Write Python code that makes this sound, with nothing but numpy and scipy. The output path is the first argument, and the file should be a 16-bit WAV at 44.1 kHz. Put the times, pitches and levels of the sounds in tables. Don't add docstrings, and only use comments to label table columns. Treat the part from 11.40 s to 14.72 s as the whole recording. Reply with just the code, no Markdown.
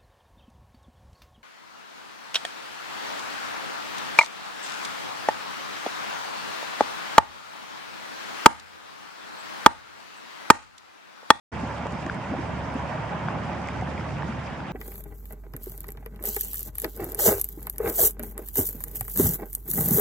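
import sys
import numpy as np
from scipy import signal
from scipy.io import wavfile
from scipy.ndimage import uniform_filter1d

SR = 44100
rng = np.random.default_rng(int(sys.argv[2]) if len(sys.argv) > 2 else 0)


def voltage_ratio(decibels):
    exponent = np.asarray(decibels, float) / 20
    return 10 ** exponent


def wav_out(sig):
    wavfile.write(sys.argv[1], SR, np.round(np.clip(np.atleast_2d(sig).T, -1, 1) * 32767).astype(np.int16))


N = 146412


def in_time(rows):
    s, db = np.transpose(rows)
    return np.interp(np.arange(N) / SR, s, db)


def at_hz(points, hz):
    table_hz, value = np.transpose(points)
    return np.interp(np.log(hz), np.log(table_hz), value)


def rms_one(x):
    return x / np.sqrt(np.mean(x ** 2) + 1e-20)


def balance(left_over_right_db):
    return voltage_ratio(left_over_right_db / 2 * np.array([[1], [-1]]))


def drift(rate_hz):
    hop = 40
    pole = np.exp(-2 * np.pi * rate_hz * hop / SR)
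    white = rng.standard_normal(N // hop + 2002)
    slow = signal.lfilter([1], [1, -2 * pole, pole * pole], white)[2000:]
    slow = slow - uniform_filter1d(slow, size=int(SR / 20 / rate_hz))
    return np.interp(np.arange(N) / hop, np.arange(len(slow)), rms_one(slow))


def bursts(per_s, uneven_db):
    size_db = uneven_db * np.minimum(rng.exponential(1, N), 4)
    sizes = voltage_ratio(size_db) * np.sign(rng.standard_normal(N))
    return rms_one(sizes * (rng.random(N) < per_s / SR)) * [[1], [0]]


def seethe(spectrum, level_db, bands_per_octave, per_s, uneven_db, grain_db, patchy_db, surge_db):
    # frequency in Hz, share.
    follows = [(40, .3), (120, 0.85), (900, 0.88), (1800, 0.58), (3500, 0.17)]
    # frequency in Hz, correlation (clipped to -1 to 1 after interpolation).
    likeness = [(40, 0.6), (125, 0.96), (350, 0.7), (1000, 0.57), (2500, 0.44), (5000, 0.03), (9000, 0.1),
                (14000, -8)]
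    # frequency in Hz, left over right in dB.
    lean = [(60, -4), (130, -3.5), (290, -0.3), (630, -3), (1500, -2.5), (4000, -0.5), (8000, -3),
            (13000, 7)]
    low_hz, top_hz = spectrum[0][0], spectrum[-1][0]
    edges_hz = np.geomspace(low_hz, top_hz, int(bands_per_octave * np.log2(top_hz / low_hz)) + 2)
    surge = surge_db * drift(9.0)
    swing_db = level_db - level_db.mean()
    white = rng.standard_normal((2, 2, N))
    out = 0
    for k, (a, b) in enumerate(zip(edges_hz, edges_hz[1:])):
        if k % (bands_per_octave - 1) == 0:
            grains = bursts(per_s, uneven_db)
        hz = np.sqrt(a * b)
        sos = signal.butter(3, [a, b], "band", fs=SR, output="sos")
        mid, side = signal.sosfilt(sos, white[k % 2] + voltage_ratio(grain_db) * grains)
        alike = np.clip(at_hz(likeness, hz), -1, 1)
        pair = np.sqrt(1 + alike) * mid + np.sqrt(1 - alike) * side * [[1], [-1]]
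        gain_db = at_hz(spectrum, hz) + at_hz(follows, hz) * swing_db + surge + patchy_db * drift(12.7)
        out = out + voltage_ratio(gain_db) * pair * balance(at_hz(lean, hz))
    return voltage_ratio(level_db.mean()) * rms_one(out)


def bubbles(rows, cycles, rise, attack, trim_db):
    # multiple of the pitch, level in dB.
    overtones = [(1.5, -16), (2.3, -23), (3.3, -28)]
    out = np.zeros((2, N + SR))
    for s, db, hz, *pan_db in rows:
        length = cycles / hz * SR
        u = np.arange(int(length)) / length
        shape = np.sin(np.pi * u ** attack) ** 2
        turns = cycles * (u + rise * (u * u - u) / 2) + rng.random()
        tone = 0
        for multiple, part_db in [(1, 0.014)] + list(overtones):
            if multiple * hz < SR / 3:
                tone = tone + voltage_ratio(part_db) * np.sin(2 * np.pi * multiple * turns)
        i = int(s * SR)
        out[:, i:i + len(u)] += voltage_ratio(db + trim_db) * shape * tone * balance(sum(pan_db))
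    return out[:, :N]


def deep_churn():
    # time in seconds, level in dB.
    churn = [(.15, -34), (.36, -36.5), (.5, -35.5), (.62, -34.5), (.86, -36.5), (.95, -32.5), (1.1, -33),
             (1.3, -34), (1.5, -35.5), (1.68, -36.5), (1.8, -34), (2.1, -32.5), (2.24, -34), (2.4, -33),
             (2.9, -33.5), (3.1, -37.5), (3.3, -36.5)]
    # frequency in Hz, density in dB per Hz.
    deep = [(18, -33), (37, -22.5), (60, -5.5), (90, -4.5), (146, 0.5), (258, -4), (380, -10), (560, -29.5)]
    return voltage_ratio(-1) * seethe(deep, in_time(churn), bands_per_octave=3, per_s=60.0, uneven_db=2.5,
                            grain_db=-11.5, patchy_db=0.43, surge_db=0.87)


def bubble_rush():
    # time in seconds, level in dB.
    boil = [(.15, -35), (.45, -35.5), (.6, -37.5), (.85, -35.5), (1.02, -36), (1.25, -35.5), (1.5, -33.5),
            (1.8, -33), (2.1, -35), (2.25, -35.5), (2.6, -37.5), (3.0, -38), (3.3, -39)]
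    # frequency in Hz, density in dB per Hz.
    rush = [(220, -47.5), (380, -11.5), (421, -7), (545, 0.5), (925, 1.5), (1230, -5), (1510, -6),
            (2380, -11.5), (3480, -19.5), (4520, -39), (7660, -120)]
    return voltage_ratio(0.84) * seethe(rush, in_time(boil), bands_per_octave=4, per_s=260.0, uneven_db=3.5,
                              grain_db=-6.0, patchy_db=1.36, surge_db=0.35)


def gulps():
    # start in seconds, peak in dB, pitch in Hz.
    belches = [(.145, -28, 182), (.227, -21, 244), (.428, -29.5, 250), (.48, -25, 170), (.66, -24, 324),
               (.754, -28, 152), (.905, -21, 220), (.92, -20, 266), (.985, -20.5, 306), (1.052, -30.5, 99),
               (1.185, -25.5, 114), (1.35, -17.5, 249), (1.579, -22, 151), (1.74, -22.5, 153),
               (1.7, -26.5, 147), (1.849, -24, 154), (1.885, -25, 147), (2.1, -31, 373), (2.39, -26.5, 110),
               (2.6, -28, 153), (2.746, -24, 162), (2.885, -22.5, 220), (2.972, -23, 125)]
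    return bubbles(belches, cycles=6.2, rise=0.13, attack=0.66, trim_db=-4.0)


def glugs():
    # start in seconds, peak in dB, pitch in Hz, left over right in dB.
    low_pops = [(0.456, -24, 540, -6), (0.467, -20, 990, 4), (0.938, -21, 620, 5), (0.949, -25, 700, -2),
                (1.095, -22, 703, -4.5), (1.478, -27, 873, -8), (1.8843, -19, 960, -6),
                (1.905, -21, 970, -3), (2.096, -29, 785, -9.5), (2.294, -21.5, 1036, 0),
                (2.4222, -20.5, 694, 3), (2.425, -22.5, 696, -2), (2.433, -26, 900, -2),
                (2.831, -22, 960, -5), (2.85, -28.5, 824, 0), (2.892, -51, 415, 5.5)]
    return bubbles(low_pops, cycles=3.8, rise=0.22, attack=0.55, trim_db=-2.0)


def pops():
    # start in seconds, peak in dB, pitch in Hz, left over right in dB.
    high_pops = [(0.4353, -32, 1350, 0), (0.6639, -26, 1780, 2), (0.6968, -16.5, 1534, 2.5),
                 (0.902, -33, 1520, 4), (1.0276, -32, 1790, -1.5), (1.3926, -32.5, 1630, -11),
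                 (1.8845, -21.5, 1470, 8), (2.149, -35, 1750, -5), (2.2862, -21.5, 2160, -0.5),
                 (2.412, -29.5, 1930, 0), (2.4728, -31, 1730, -10), (2.5774, -26.5, 2180, 1),
                 (2.609, -27, 1370, -1), (2.6883, -30, 1880, 2), (2.822, -25, 1720, 3),
                 (2.9235, -29, 1360, -3), (3.203, -28, 1510, 5)]
    return bubbles(high_pops, cycles=7.0, rise=0.06, attack=0.75, trim_db=-2.1)


def pips():
    # start in seconds, peak in dB, pitch in Hz, left over right in dB.
    sharp_pips = [(0.1341, -38, 2150, 2), (0.1964, -35, 2480, 4), (0.5407, -41, 2340, -1.0),
                  (0.5711, -42, 2180, 2), (0.629, -35, 2380, -1.5), (0.9682, -37, 2220, -4),
                  (0.9846, -32, 2100, -5), (1.3004, -32, 2250, 2), (2.1337, -34, 2160, -2.0),
                  (2.2496, -37, 2060, -1.0), (2.2625, -30, 2180, -2), (2.568, -36, 2200, 5),
                  (2.5968, -30, 2050, -2.0), (2.7836, -35.5, 2540, 3), (2.821, -40, 2230, 6),
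                  (2.9233, -31, 2030, -9), (3.0664, -37, 2290, 7), (3.1253, -42, 2240, -4)]
    return bubbles(sharp_pips, cycles=7.0, rise=0.065, attack=0.48, trim_db=-1.0)


def droplets():
    # start in seconds, peak in dB, pitch in Hz, left over right in dB.
    ticks = [(0.213, -45, 4900, 10), (0.2752, -44, 7200, 8), (0.3259, -49, 5160, 3), (0.523, -38, 7200, -1),
             (0.4691, -39, 6890.0, -1), (0.5079, -47, 6890.0, -5), (0.5184, -56, 9300.0, -7),
             (0.5306, -53, 10340.0, -10), (0.5536, -58, 11370.0, -8), (0.6069, -48, 7240.0, 0),
             (0.6646, -36.5, 6700, -5), (0.6975, -45, 3730, 3), (0.7459, -44, 8800, -10),
             (0.9026, -56, 10340.0, 1), (1.3338, -61, 11710.0, 0), (1.3413, -44, 9800, -1),
             (1.3774, -56, 11020.0, 3), (1.3966, -43, 6890.0, -1), (1.4042, -70, 14130.0, 10),
             (1.4597, -48, 4480.0, -8), (2.0564, -49, 9000, -15), (2.1318, -44, 5440, -9),
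             (2.15, -49, 6500, -8), (2.378, -56, 10000, -2), (2.435, -54, 9000, -4), (2.62, -56, 9500, -2),
             (2.694, -47, 6400, -5), (2.785, -53, 7500, -2), (2.8287, -49, 5900, -3.5),
             (2.865, -56, 10000, 0), (1.0927, -48, 7050, 2), (1.3222, -46, 5360, 1),
             (2.2182, -46, 6890.0, 0), (2.2735, -42, 6200.0, -15), (2.2868, -39, 7200, -3),
             (2.4127, -45, 6200.0, -2), (2.4736, -50, 3790.0, 2), (2.8221, -63, 4130.0, 5.5),
             (3.0543, -63, 14130.0, -7), (3.0692, -42, 5170.0, 1), (3.1793, -56, 10680.0, 3),
             (3.204, -52, 4820.0, 0)]
    return bubbles(ticks, cycles=5.5, rise=0.3, attack=0.45, trim_db=1.0)


def steam_hiss():
    # time in seconds, level in dB.
    vapour = [(.15, -54.5), (.8, -57), (1.4, -56.5), (1.8, -58), (2.3, -56.5), (3.0, -57.5), (3.3, -60)]
    # frequency in Hz, density in dB per Hz.
    steam = [(3500, -15), (4200, -1), (4900, 1), (6200, -3.5), (7600, -7.5), (10000, -16), (12000, -34),
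             (15700, -35)]
    return voltage_ratio(in_time(vapour)) * seethe(steam, np.zeros(N), bands_per_octave=7, per_s=400.0, uneven_db=3.8,
                                         grain_db=-7.0, patchy_db=1.2, surge_db=1.0)


def engine():
    # multiple of the firing rate, level in dB.
    orders = [(2, -45.5), (3, -47), (4, -46.5), (5, -50), (6, -59)]
    firing_hz = 36.38
    turns = np.cumsum(firing_hz * (1 + 0.0044 * drift(1.52))) / SR
    hum = 0
    for order, db in orders:
        waver = voltage_ratio(db + 5 + 1.95 * drift(0.77))
        hum = hum + waver * np.sin(2 * np.pi * (order * turns + rng.random()))
    return hum


def scene():
    pool = deep_churn() + bubble_rush() + gulps() + glugs() + pops() + pips() + droplets()
    return pool + steam_hiss() + engine()


def whine(t):
    whine_hz, throb_hz, throb_null_s = 15734.3, 12.95, 1.083
    left_right_db = [[-85], [-101]]
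    throb = np.abs(np.sin(np.pi * throb_hz * (t - throb_null_s))) ** 0.5 + 0.1
    return voltage_ratio(left_right_db) * throb * np.sin(2 * np.pi * whine_hz * t)


def top_cut(x):
    return signal.sosfilt(signal.butter(12, 15800, fs=SR, output="sos"), x)


def record(dry):
    start_s, fade_s = 0.118, 0.022
    t = np.arange(N) / SR
    ports = np.array([dry[0], np.roll(dry[1], 1)])
    fade = np.clip((t - start_s) / fade_s, 0, 1) ** 0.5
    return top_cut((ports + whine(t)) * fade)


dry = scene()
out = record(dry)
wav_out(out)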